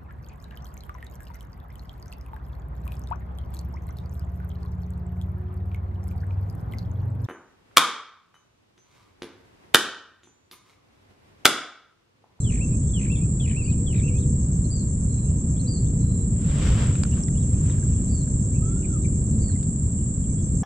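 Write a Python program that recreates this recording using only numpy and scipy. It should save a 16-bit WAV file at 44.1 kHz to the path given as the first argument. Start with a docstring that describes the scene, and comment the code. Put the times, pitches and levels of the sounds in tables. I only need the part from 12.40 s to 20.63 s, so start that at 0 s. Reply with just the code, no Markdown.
"""Marshy pond edge, on the microphones of a camera worn by an angler; far traffic rumbles low.
Close in the grass: bush crickets as pulsed bands of noise, a field cricket as chirps of sagging tones.
Birds sing from the reeds on gliding hoarse whistles and a far fowl calls; bank and reeds scatter the songs.
Halfway through the angler turns: cloth swishes as clumpy noise, rod and reel tick as damped rings.
Far engines swell over the background of rumble, thin open air and a wavering motor hum."""
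import sys
import numpy as np
from scipy import signal
from scipy.fft import rfft, irfft
from scipy.io import wavfile
from scipy.ndimage import uniform_filter1d

SR = 44100
rng = np.random.default_rng(int(sys.argv[2]) if len(sys.argv) > 2 else 0)


def unload_wav(signal):
    """Save mono or channel-first audio to the path in sys.argv[1] as 16-bit WAV at rate SR, clipped to [-1, 1]."""
    wavfile.write(
        sys.argv[1],
        SR,
        np.round(np.clip(np.atleast_2d(signal).T, -1, 1) * 32767).astype(np.int16),
    )


N = 362943
TIME = np.arange(N) / SR
BIN_HZ = np.fft.rfftfreq(N, 1 / SR)

# In all tables L-R/dB is left minus right. Noise spectra give shape only: the noise is brought to rms 1.
# Near bush crickets: wing strokes/(1/s), level against each other/dB, L-R/dB
SINGERS = [(31.9, -9, 2), (36.7, -8.5, -1), (29.6, -11, 13.5), (65.6, -15, -6.5), (53.2, -13, 10)]
# Ring of their wings: f/Hz, spectral density/dB
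WING_SPECTRUM = [(4800, -41), (5600, -34), (6000, -28.5), (6600, -24), (7000, -9), (7350, 1), (7620, 4),
                 (7820, 0.5), (8050, -9), (8350, -19.5), (8800, -22.5), (9400, -29), (10300, -32),
                 (10900, -46), (11300, -66.5)]
# Lean of the chorus across the bank: f/Hz, L-R/dB
WING_SIDES = [(5500, 2), (7000, -2), (7500, -1.5), (8100, -8), (8700, -4.5), (9200, 5.5), (10500, -3.5)]
# Chorus loudness before its trim: t/s, level/dB
CHORUS_LEVEL = [(0.15, -40), (0.24, -39.5), (3.56, -40.5), (4.93, -38.5), (7.86, -38.5), (8.1, -39)]
# Lower-pitched insect beside the chorus: t/s, level/dB
LOW_RASP_LEVEL = [(0, -63), (.7, -67), (1.7, -63), (2.1, -65.5), (4.5, -71), (5, -62), (6, -65), (7.1, -76),
                  (8.2, -78)]
# Ring of its wings: f/Hz, spectral density/dB
LOW_WING_SPECTRUM = [(4500, -49), (5300, -11), (5600, -2.5), (5950, 3), (6200, -12), (7000, -49)]

# Field cricket bouts: first chirp t/s, last chirp t/s, mean starting pitch f/Hz, mean level/dB
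BOUTS = [(-.016, 0.593, 6410, -46.5), (1.631, 3.573, 6420, -48), (4.535, 6.984, 6386, -48),
         (7.894, 8.15, 6350, -47.5)]
CLOSURE_S = .013  # one wing closure

# Near bird's phrases: t/s, base level/dB, warble base level/dB, first crest length/s,
# trough/dB, second crest/dB (both against the warble base), L-R/dB
PHRASES = [(0.042, -48.5, -45.5, 0.055, -25, -16.5, 10), (0.533, -48.5, -45, 0.064, -19, -16, 11),
           (0.997, -48, -44.5, 0.071, -20, -4.5, 9.5), (1.464, -48.5, -51, 0.075, -9, -9, 8.5)]
SLUR_S, TRILL_S, WARBLE_S, TRILL_PER_S = .062, .097, .16, 57
# Warble pitch, scooping up, sinking and rising again: t into the warble/s, f/Hz
WARBLE_PITCH = [(0, 2150), (.013, 2600), (.028, 2740), (.052, 2660), (.085, 2260), (.11, 2350),
                (.135, 2500), (.16, 2560)]

# Higher bird: t of the fall/s, fall length/s, top f/Hz, base level/dB, fade over the fall/dB,
# lead-in against the fall/dB, pip ahead of the fall by/s, L-R/dB
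QUAVERS = [(1.235, 0.095, 4660, -57, 7, -10, .08, 7), (2.309, 0.133, 4670, -49.5, 14, -15, 0.07, 18),
           (3.278, 0.12, 4670, -41.5, 12, -12, 0.089, 4), (5.692, 0.15, 4620, -60, -1, -2, .075, 4),
           (7.008, 0.128, 4600, -55.5, 1, -7, 0.087, 4.5)]
PIP_S, LEAD_IN_S, QUAVER_PER_S = .033, .02, 31.5

# Syllables of the reed birds, with the near bird's low chips near 2.5 kHz among them: t/s, length/s, pitch
# before the arch f/Hz, glide f/Hz, mean level/dB, L-R/dB
CHIPS = [(0.483, 0.027, 3600, 198, -66, -6), (0.996, 0.024, 2780, 450, -59, 4),
         (1.017, 0.025, 3830, 300, -62, 0), (1.094, 0.03, 3030, 54, -51, 10),
         (0.717, .014, 3500, 300, -57, -6), (0.756, .014, 3440, -200, -51, -6),
         (0.767, .024, 3550, -250, -50.5, -5), (0.787, 0.012, 2600, -700, -58, -1),
         (1.25, 0.022, 2790, 500, -53, 5), (1.3, 0.027, 3840, -1000, -59, -4),
         (1.325, 0.019, 2820, -800, -59, 2), (1.558, 0.014, 3680, 202, -58, -1),
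         (1.575, 0.031, 3800, -750, -54.5, -1), (1.668, 0.026, 2740, 398, -47.5, 7),
         (1.776, 0.022, 3600, 307, -61, -1), (1.798, .018, 4050, 249, -63, 1),
         (1.818, 0.023, 3690, -800, -56, -4), (3.163, 0.027, 3530, 350, -61, -4),
         (3.46, 0.02, 3620, 600, -60, -4), (4.715, 0.027, 2860, 200, -52.5, 6),
         (4.748, .016, 3620, -200, -59, 3), (4.945, 0.022, 2900, 450, -61, 4),
         (4.974, 0.014, 3420, 250, -59, 4), (4.999, .028, 3820, 2, -63, 4),
         (5.024, 0.022, 3190, -900, -62.5, 4), (5.273, 0.012, 3280, 300, -57, 2),
         (5.3, 0.016, 3760, 100, -55, 2), (5.314, 0.013, 3080, -900, -57.5, 0),
         (5.521, 0.02, 2560, 100, -63, 8), (5.55, 0.013, 3380, 200, -64.5, 3),
         (5.574, 0.021, 3170, -900, -61, 3), (6.138, 0.043, 2590, 351, -62.5, 16),
         (6.425, 0.008, 2730, -300, -56, 13), (6.439, 0.02, 2450, -200, -55, 18),
         (6.624, 0.027, 3870, 120, -63, 3), (6.643, 0.019, 2430, -50, -53, 15),
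         (7.082, 0.024, 1844, -550, -55, 8), (7.153, 0.017, 2050, -150, -61, 9),
         (7.198, .018, 3080, -350, -66, 0), (7.835, 0.028, 3120, -600, -66, 0)]
CHIP_ARCH_HZ = 223

# Far bird's thin whistles: t/s, length/s, mean level/dB, L-R/dB
WHISTLES = [(-.08, 0.13, -58, 5), (2.673, 0.22, -65.5, 11), (3.578, 0.3, -65, 7)]
WHISTLE_HZ, WHISTLE_SAG_HZ_PER_S = 4185, 860

# Faint chips deep in the reeds: rate, mean level, mean pitch, length
FAR_CHIPS_PER_S, FAR_CHIP_DB, FAR_CHIP_HZ, FAR_CHIP_S = 2.4, -72.5, 2790, .04

# Far fowl: one call, level before the throat's gains
FOWL_AT_S, FOWL_S, FOWL_DB = 6.21, .375, -58.5
FOWL_HZ, FOWL_CLIMB_HZ, FOWL_DROP_HZ = 631, 172, 253
# Resonances of its throat: f/Hz, gain/dB
THROAT = [(1150, 2), (1310, 3), (1450, -4), (2000, -37), (2550, -17), (2850, -19), (3150, -26), (3380, -13),
          (3620, -20)]

# Cloth sliding in two strokes as the angler turns: t/s, level/dB
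TURN = [(3.9, -72), (4.04, -51), (4.17, -42.5), (4.27, -36.5), (4.36, -38.5), (4.42, -35), (4.47, -39),
        (4.53, -45.5), (4.7, -58)]
# Lighter brushes of the sleeve: middle t/s, half length (to 1/e)/s, peak level/dB
BRUSHES = [(4.771, 0.049, -49), (5.293, 0.066, -56), (5.35, 0.51, -58.5)]
# Sound of the cloth: f/Hz, spectral density/dB
CLOTH_SPECTRUM = [(250, -11), (500, 12), (800, 0), (1300, 4.5), (2000, 1.5), (3200, 1), (4500, -6),
                  (6500, -7), (8500, -21), (10000, -22), (13000, -29), (15000, -42)]
# Treble of the cloth, brightest in the fast slide of the first stroke: t/s, treble gain/dB
SLIDE_TREBLE = [(4.0, 1), (4.27, 2), (4.34, -0.5), (4.45, -1.5), (4.6, 0), (5.0, -2)]
SLIDE_TREBLE_HZ = 2200

# Ticks of rod and reel: t/s, level/dB, ring f/Hz, ring t60/s, rod knock/dB, snap/dB (both against the ring)
TICKS = [(2.786, -51, 2500, .02, -14, -12), (3.504, -50, 4400, .012, -25, -1),
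         (4.554, -32, 3700, 0.008, -5, -10), (4.5555, -31, 2470, 0.011, -7, -13),
         (4.6355, -27, 4550, 0.011, 0, 1.5), (4.652, -37, 1400, 0.015, -2, -5),
         (4.7133, -34, 6050, .009, -16, -5), (4.773, -44, 1510, 0.022, -4, -14),
         (4.78, -37, 1150, .02, -8, -14), (4.8355, -23.5, 5600, 0.011, -35, -32),
         (4.881, -42, 3400, 0.0084, -8, -6), (4.8842, -32, 1940, 0.01, -7, -6),
         (5.1455, -48, 2450, .02, -5, -12), (5.298, -39, 1950, .015, 1, -8),
         (5.3835, -44, 1620, 0.027, -18, -20), (5.429, -42.5, 1600, 0.032, -18, -20),
         (5.876, -49, 1600, 0.021, 1, -14), (7.2295, -46.5, 4950, 0.013, -3, 4),
         (7.231, -48, 3650, 0.016, -16, -1), (7.239, -49, 4500, .015, -16, -3)]
# Rod's answer to every tick: f/Hz, level/dB, t60/s
ROD_RINGS = [(1100, -14, 0.016), (1410, -5.5, 0.017), (1700, -5, .012), (2350, -9, 0.016),
             (1550, -16, 0.073)]
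# Snap of hard parts meeting: f/Hz, spectral density/dB
SNAP_SPECTRUM = [(1500, -4), (3500, 0), (6000, 3), (9000, -7), (12300, -19), (14000, -27)]

# Scatter from the reeds and the far bank: f/Hz, t60/s
BANK_DECAY = [(500, 0.15), (3000, 0.29), (8000, 0.022)]

# Far road engines: t/s, length/s, mid firing rate f/Hz, change f/Hz, level before overtone gains/dB
ENGINES = [(0.399, 0.99, 90.5, 4.5, -55), (1.254, 0.83, 96.6, 2, -50), (3.147, .9, 94.6, -9.5, -53),
           (6.152, 0.82, 75.96, 0, -46)]
# Distant rumble: f/Hz, spectral density/dB
RUMBLE_SPECTRUM = [(11, -33), (22, -9.5), (36, -7), (54, 0.5), (100, 0), (130, -.5), (165, -3.5), (226, -9),
                   (339, -21), (483, -30), (700, -40), (850, -52.5), (1100, -78), (1870, -120)]
# Open air: f/Hz, spectral density/dB
AIR_SPECTRUM = [(500, -1), (820, -3.5), (1000, 4), (1350, -1.5), (1800, -6.5), (2600, -11), (4000, -13.5),
                (5000, -15), (9000, -16), (11000, -38.5), (15000, -55)]
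RUMBLE_DB, AIR_DB = -21.5, -58.5
# Far motor's hum inside the rumble: mean f/Hz, mean level/dB
HUM = [(121.7, -35), (61.2, -46.5), (229.3, -47.5)]
# Left-right likeness of sound from all around: f/Hz, coherence/1
COHERENCE = [(30, 0.985), (100, .997), (180, 0.992), (280, .97), (420, .93), (700, 0.82), (1400, 0.66),
             (3000, 0.2), (8000, 0.062)]
EDGE_HZ = 15150  # upper band limit of the camera


def chorus(crowd_db=-0.5, trim_db=3.5, stroke_sharpness=1.5, unsteady=0.01):
    """Each wing stroke is a short rasp; a few near singers throb over the blur of many far ones."""
    rasp = gain_of(crowd_db) * rng.standard_normal((2, N))
    for per_s, db, side_db in SINGERS:
        turns = np.cumsum(per_s * (1 + unsteady * drift(4.12))) / SR + rng.random()
        stroke = evened(abs(np.sin(np.pi * turns)) ** stroke_sharpness)
        rasp += gain_of(db) * sides(side_db) * stroke * rng.standard_normal((2, N))
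    rasp = irfft(rfft(rasp) * sides(read(WING_SIDES, BIN_HZ)), N)
    return gain_of(along(CHORUS_LEVEL) + trim_db) * colour(rasp, WING_SPECTRUM)


def low_insect():
    """A narrow rasp just under the chorus in pitch swells and fades."""
    return gain_of(along(LOW_RASP_LEVEL)) * colour(diffuse(), LOW_WING_SPECTRUM)


def cricket(chirp_s=.1218, stroke_s=.0152, sag_hz=350, scrape_hz=5600, scrape_db=-15, side_db=7):
    """Four wing closures make a chirp; each sags in pitch as it slows, over a faint lower scrape."""
    out, u = np.zeros((2, N)), progress(CLOSURE_S)
    for first, last, top_hz, db in BOUTS:
        for s in np.linspace(first, last, round((last - first) / chirp_s) + 1):
            for closure in range(4):
                hz = top_hz + 42 * rng.standard_normal() - sag_hz * u ** 5
                turns = np.cumsum(hz) / SR + rng.random()
                pulse = np.sin(np.pi * u) * np.sin(2 * np.pi * turns)
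                scrape = syrinx(np.full(len(u), scrape_hz), overtone_db=-60, rough=.06)
                pulse += gain_of(scrape_db) * np.sin(np.pi * u) ** 4 * scrape
                level_db = db + rng.standard_normal()
                add(out, s + closure * stroke_s, gain_of(level_db) * place(pulse, side_db))
    return out


def near_bird():
    """Slur, trill and warble follow each other without a break."""
    out = np.zeros((2, N))
    for s, db, warble_db, crest_s, trough_db, end_db, side_db in PHRASES:
        add(out, s, slur(db, side_db))
        add(out, s + SLUR_S, trill(db, side_db))
        add(out, s + SLUR_S + TRILL_S, warble(warble_db, side_db, crest_s, trough_db, end_db))
    return out


def slur(db, side_db, from_hz=3480, to_hz=2800, swell_db=7, flutter_db=-4.5):
    """A whistle slides steadily down in pitch while it swells and flutters."""
    u = progress(SLUR_S)
    hz = from_hz + (to_hz - from_hz) * u
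    level_db = db + swell_db * (u - .5) + flutter_db * drift(140)[:len(u)]
    return note(hz, level_db, side_db, rough=0.017, edge=0.081, overtone_db=-12.5)


def trill(db, side_db, top_hz=2560, swing_hz=500, sag_hz=190, purr_db=-16, fade_db=10, flare_db=7.5,
          flare_s=0.0027, flare_share=0.15, uneven=0.027, haze_hz=4150, haze_db=-17,
          rasp_db=-14, croak_hz=2050, croak_db=-14):
    """Uneven beats, each a sharp flare sweeping down into a low purr, sit in a hoarse haze and croak."""
    u = progress(TRILL_S)
    turns = TRILL_PER_S * (u * TRILL_S - flare_s) + uneven * drift(72)[:len(u)]
    beat = (turns + .5) % 1 - .5  # 0 at the flare
    flare = np.exp(-(beat / flare_share) ** 2)
    sag = sag_hz * u
    hz = top_hz - sag - swing_hz * (np.sin(np.pi * beat) ** 2 + 2 * beat * flare)
    effort_db = db - fade_db * (1.35 * u - .4) ** 2  # strongest at three tenths, then weakening
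    tone_db = flare * (effort_db + flare_db) + (1 - flare) * (db + purr_db)
    tone = note(hz, tone_db, side_db, rough=.04, edge=.03)

    def hoarse(pitch_hz, level_db, rough, edge=.083):
        """A very rough note flutters quickly in level."""
        return note(pitch_hz, level_db + 4 * drift(400)[:len(u)], side_db, rough, edge)

    rasp = hoarse(hz + swing_hz, effort_db + rasp_db, .16)
    haze = hoarse(haze_hz - sag, effort_db + haze_db, .08, edge=.3)
    croak = hoarse(croak_hz - sag, db + croak_db, .1, edge=.3)
    return tone + rasp + haze + croak


def warble(db, side_db, crest_s, trough_db, end_db, rise_s=.011, rise_db=18, sag_db_per_s=110,
           top_db=3.0, return_s=0.12, switch_s=.004):
    """A slow wave in pitch: loud on its first crest, it drops to a thin thread, then returns."""
    t = progress(WARBLE_S) * WARBLE_S
    first = .5 - .5 * np.tanh((t - crest_s) / switch_s)
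    second = .5 + .5 * np.tanh((t - return_s) / switch_s)
    crest_db = top_db - sag_db_per_s * t - rise_db * np.maximum(1 - t / rise_s, 0)
    level = first * gain_of(crest_db) + gain_of(trough_db) + second * gain_of(end_db)
    hz = np.interp(t, *np.transpose(WARBLE_PITCH))
    return level * note(hz, db, side_db, edge=0.091)


def high_bird(pip_below_hz=350, pip_arch_hz=750, pip_db=-10, lead_in_below_hz=420, scoop_hz_per_s=22000,
              jump_s=.002, fall_hz=720, quaver_hz=135, dip_db=1.0, crest_db=1, flutter_db=2):
    """An arched pip; then a rising lead-in jumps to the top pitch and quavers down."""
    out, arch = np.zeros((2, N)), (2 * progress(PIP_S) - 1) ** 2
    for s, length, top_hz, db, fade_db, lead_in_db, pip_lead_s, side_db in QUAVERS:
        pip_hz = top_hz - pip_below_hz - pip_arch_hz * arch
        add(out, s - pip_lead_s, note(pip_hz, db + pip_db, side_db, edge=0.59))
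        t = progress(length + LEAD_IN_S) * (length + LEAD_IN_S) - LEAD_IN_S
        fall_s = np.maximum(t, 0)
        u = fall_s / length
        lead_in = .5 - .5 * np.tanh(t / jump_s)
        quaver = 2 * np.sin(np.pi * (QUAVER_PER_S * fall_s % 1) ** .7) - 1  # quick rise, slower sink
        hz = top_hz - (lead_in_below_hz - scoop_hz_per_s * t) * lead_in
        hz += quaver_hz * np.sqrt(2 * u) * quaver - fall_hz * u ** 2.5
        level_db = db + crest_db + lead_in_db * lead_in - fade_db * u
        level_db += dip_db * (quaver - 1) + flutter_db * drift(110)[:len(t)]
        add(out, s - LEAD_IN_S, note(hz, level_db, side_db, rough=.011, edge=.16))
    return out


def reed_birds():
    """Short hoarse syllables of the reed birds, and the near bird's low chips, come single or in stuttering
    runs."""
    out = np.zeros((2, N))
    for s, length, hz, glide_hz, db, side_db in CHIPS:
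        add(out, s, chip(length, hz, glide_hz, db, side_db))
    return out


def chip(length, hz, glide_hz, db, side_db, flutter_db=3):
    """A short hoarse note bends over as it glides."""
    u = progress(length)
    contour = hz + glide_hz * (u - .5) - CHIP_ARCH_HZ * (2 * u - 1) ** 2
    return note(contour, db + flutter_db * drift(170)[:len(u)], side_db, rough=0.033, edge=0.29)


def clothing(clump_db=1.0, snags_per_s=900, snag_db=-6, side_db=3.5, direct_db=-2):
    """Fibres slip in small clumps under the turning arm, close to both microphones, and threads snag."""
    snags = (rng.random(N) < snags_per_s / SR) * diffuse()
    rub = evened(diffuse()) + gain_of(direct_db) * rng.standard_normal(N)  # second part alike on both sides
    fibres = evened(rub) + gain_of(snag_db) * evened(snags)
    slips = colour(fibres * gain_of(clump_db * drift(220)), CLOTH_SPECTRUM)
    body = signal.sosfiltfilt(signal.butter(2, SLIDE_TREBLE_HZ, fs=SR, output="sos"), slips)
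    treble = slips - body
    turn = gain_of(along(TURN)) * (TIME > TURN[0][0]) * (TIME < TURN[-1][0])
    brushes = sum(gain_of(db) * np.exp(-((TIME - s) / half_s) ** 2) for s, half_s, db in BRUSHES)
    return (turn + brushes) * sides(side_db) * (body + gain_of(along(SLIDE_TREBLE)) * treble)


def tackle(snap_t60=0.0059, side_db=1, rise_s=0.00064):
    """Each tick is a bright snap, a knock through the rod and one damped ring."""
    out, t = np.zeros((2, N)), np.arange(3000) / SR
    grit = colour(diffuse(), SNAP_SPECTRUM)
    rod = sum(gain_of(db - 60 * t / t60) * np.sin(2 * np.pi * hz * t) for hz, db, t60 in ROD_RINGS)
    for s, db, hz, t60, rod_db, bright_db in TICKS:
        start = round(s * SR)
        snap = gain_of(bright_db - 60 * t / snap_t60) * grit[:, start:start + len(t)]
        rise = 1 - np.exp(-(t / rise_s) ** 2)
        ring = rise * gain_of(-60 * t / t60) * np.sin(2 * np.pi * hz * t)
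        add(out, s, gain_of(db) * sides(side_db) * (snap + gain_of(rod_db) * rod + ring))
    return out


def whistler(flutter_db=2, fade_db=7):
    """A far bird's thin whistles sink at a steady rate and fade."""
    out = np.zeros((2, N))
    for s, length, db, side_db in WHISTLES:
        u = progress(length)
        hz = WHISTLE_HZ - WHISTLE_SAG_HZ_PER_S * u * length
        level_db = db - fade_db * (u - .5) + flutter_db * drift(80)[:len(u)]
        add(out, s, note(hz, level_db, side_db, rough=0.018, edge=0.34))
    return out


def fowl():
    """A far call climbs, then drops; overtones swell and thin as they pass the throat's resonances."""
    out, u = np.zeros((2, N)), progress(FOWL_S)
    hz = FOWL_HZ + FOWL_CLIMB_HZ * u - FOWL_DROP_HZ * u ** 6
    overtones = [(k, read(THROAT, k * hz)) for k in range(2, 6)]
    add(out, FOWL_AT_S, far_tone(hz, FOWL_DB, overtones, waver=0.004, edge=0.1))
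    return out


def far_chips(spread_hz=700, glide_hz=600, spread_db=3, side_db=7):
    """Birds deep in the reeds chip at random moments."""
    out = np.zeros((2, N))
    draws = rng.uniform(-1, 1, (round(FAR_CHIPS_PER_S * N / SR), 5))
    for when, pitch, glide, level, side in draws:
        hz, db = FAR_CHIP_HZ + spread_hz * pitch, FAR_CHIP_DB + spread_db * level
        sound = chip(FAR_CHIP_S, hz, glide_hz * glide, db, side_db * side)
        add(out, (when + 1) / 2 * N / SR, sound)
    return out


def bank(x):
    """Sparse echoes from reeds and bank, different on each side, die away band by band."""
    taps = rng.standard_normal((2, SR)) * (rng.random((2, SR)) < .05)
    hz, t, bands = signal.stft(taps, SR, nperseg=256)
    decay = gain_of(-60 * t / read(BANK_DECAY, hz)[:, None])
    tail = signal.istft(bands * decay, SR, nperseg=256)[1]
    tail /= np.linalg.norm(tail, axis=1, keepdims=True)
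    return signal.fftconvolve(x.mean(0)[None], tail, axes=1)[:, :N]


def far_shore(x, delay_s=0.065):
    """The opposite shore throws a song back, late and smeared."""
    late = np.pad(x, ((0, 0), (round(delay_s * SR), 0)))[:, :N]
    return bank(late)


def engines():
    """Engines on a far road swell and fade while their speed holds or changes steadily."""
    out = np.zeros((2, N))
    for s, length, hz, change_hz, db in ENGINES:
        firing_hz = hz + change_hz * (progress(length) - .5)
        add(out, s, far_tone(firing_hz, db, [(4, 0.9), (5, 0.5)], waver=0.007, edge=0.52))
    return out


def background(swell_db=1.07, hum_swell_db=3.5, waver_hz=1.736):
    """Swelling rumble and steady faint air are shaped noise; a far motor's hum is wavering tones."""
    rumble = gain_of(RUMBLE_DB + swell_db * drift(3.89)) * colour(diffuse(), RUMBLE_SPECTRUM)
    air = gain_of(AIR_DB) * colour(diffuse(), AIR_SPECTRUM)
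    hum = np.zeros(N)
    for hz, db in HUM:
        turns = np.cumsum(hz + waver_hz * drift(9)) / SR
        hum += gain_of(db + hum_swell_db * drift(14)) * np.sin(2 * np.pi * turns)
    return rumble + air + hum


def syrinx(hz, overtone_db, rough):
    """A bird's whistle near rms 1 with a weak octave; pitch jitter makes it hoarse."""
    jitter = evened(uniform_filter1d(rng.standard_normal(len(hz)), 60))
    phase = 2 * np.pi * np.cumsum(hz * (1 + rough * jitter)) / SR
    return np.sqrt(2) * (np.sin(phase) + gain_of(overtone_db) * np.sin(2 * phase))


def note(hz, db, side_db, rough=0.0081, edge=0.083, overtone_db=-28):
    """One bird note on a pitch and level contour; its soft edges take a share of its length."""
    envelope = gain_of(db) * signal.windows.tukey(len(hz), edge)
    return place(envelope * syrinx(hz, overtone_db, rough), side_db)


def far_tone(hz, db, overtones, waver, edge):
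    """A distant pitched source, of which only a few overtones (multiple, level/dB) carry."""
    phase = 2 * np.pi * np.cumsum(hz * (1 + waver * drift(60)[:len(hz)])) / SR
    tone = sum(gain_of(tone_db) * np.sin(k * phase) for k, tone_db in overtones)
    return place(np.sqrt(2) * gain_of(db) * signal.windows.tukey(len(hz), edge) * tone, 0)


def diffuse(lag_s=.00009):
    """White noise from all around: alike on both sides in the bass, nearly unrelated in the treble."""
    a, b = rfft(rng.standard_normal((2, N)))
    same = read(COHERENCE, BIN_HZ)
    mid, side = np.sqrt(1 + same) * a, np.sqrt(1 - same) * b
    late = np.exp(-2j * np.pi * BIN_HZ * lag_s)  # the right side hears it first
    return irfft(np.array([(mid + side) * late, mid - side]), N)


def place(x, side_db):
    """The farther microphone hears a source weaker and a few samples later."""
    return sides(side_db) * np.array([x, np.roll(x, round(side_db / 3))])


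def sides(db):
    """Left and right gains for a level difference."""
    return gain_of(np.array([[.5], [-.5]]) * db)


def colour(x, points):
    """Gives x a spectrum, at rms 1."""
    return evened(irfft(rfft(x) * gain_of(read(points, BIN_HZ)), N))


def drift(per_s):
    """Random wandering through per_s knots a second, near rms 1."""
    knots = evened(uniform_filter1d(rng.standard_normal(4096), 2, mode="wrap"))
    return np.interp(TIME * per_s, np.arange(len(knots)), knots)


def gain_of(db):
    """Decibels to amplitude."""
    return 10 ** (np.asarray(db) / 20)


def evened(x):
    """Scales to rms 1."""
    return x / np.sqrt(np.mean(x ** 2) + 1e-20)


def read(points, hz):
    """Reads a table on a log-frequency axis."""
    f, value = np.transpose(points)
    return np.interp(np.log(hz + 1), np.log(f + 1), value)


def along(rows):
    """Reads a (t/s, value) curve at every sample."""
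    return np.interp(TIME, *np.transpose(rows))


def progress(length_s):
    """Runs from 0 to 1 over a sound of this length."""
    return np.linspace(0, 1, round(length_s * SR))


def add(mix, s, sound):
    """Mixes a stereo sound in at time s, cut where it passes either end."""
    start = round(s * SR)
    sound = sound[:, max(-start, 0):]
    part = mix[:, max(start, 0):][:, :sound.shape[1]]
    part += sound[:, :part.shape[1]]


def scene(near_echo_db=-14, high_echo_db=-12, far_echo_db=-4, reed_echo_db=-11, cricket_echo_db=-3,
          near_shore_db=-22, high_shore_db=-15):
    """Near and reed birds are fairly dry; far birds and the field cricket come with more scatter."""
    near, high, reeds, chirps = near_bird(), high_bird(), reed_birds(), cricket()
    far = whistler() + far_chips() + fowl()
    to_bank = gain_of(near_echo_db) * near + gain_of(high_echo_db) * high + gain_of(reed_echo_db) * reeds
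    to_bank += gain_of(far_echo_db) * far + gain_of(cricket_echo_db) * chirps
    to_shore = gain_of(near_shore_db) * near + gain_of(high_shore_db) * high
    echoes = bank(to_bank) + far_shore(to_shore)
    singers = chorus() + low_insect() + chirps + near + high + reeds + far
    return singers + echoes + clothing() + tackle() + engines() + background()


def record(dry):
    """The camera's band limit cuts the top treble; the two ends fade over a few milliseconds."""
    low_pass = signal.firwin(511, EDGE_HZ, window=("kaiser", 9), fs=SR)
    return signal.oaconvolve(dry, low_pass[None], "same") * signal.windows.tukey(N, .001)


dry = scene()
out = record(dry)
unload_wav(out)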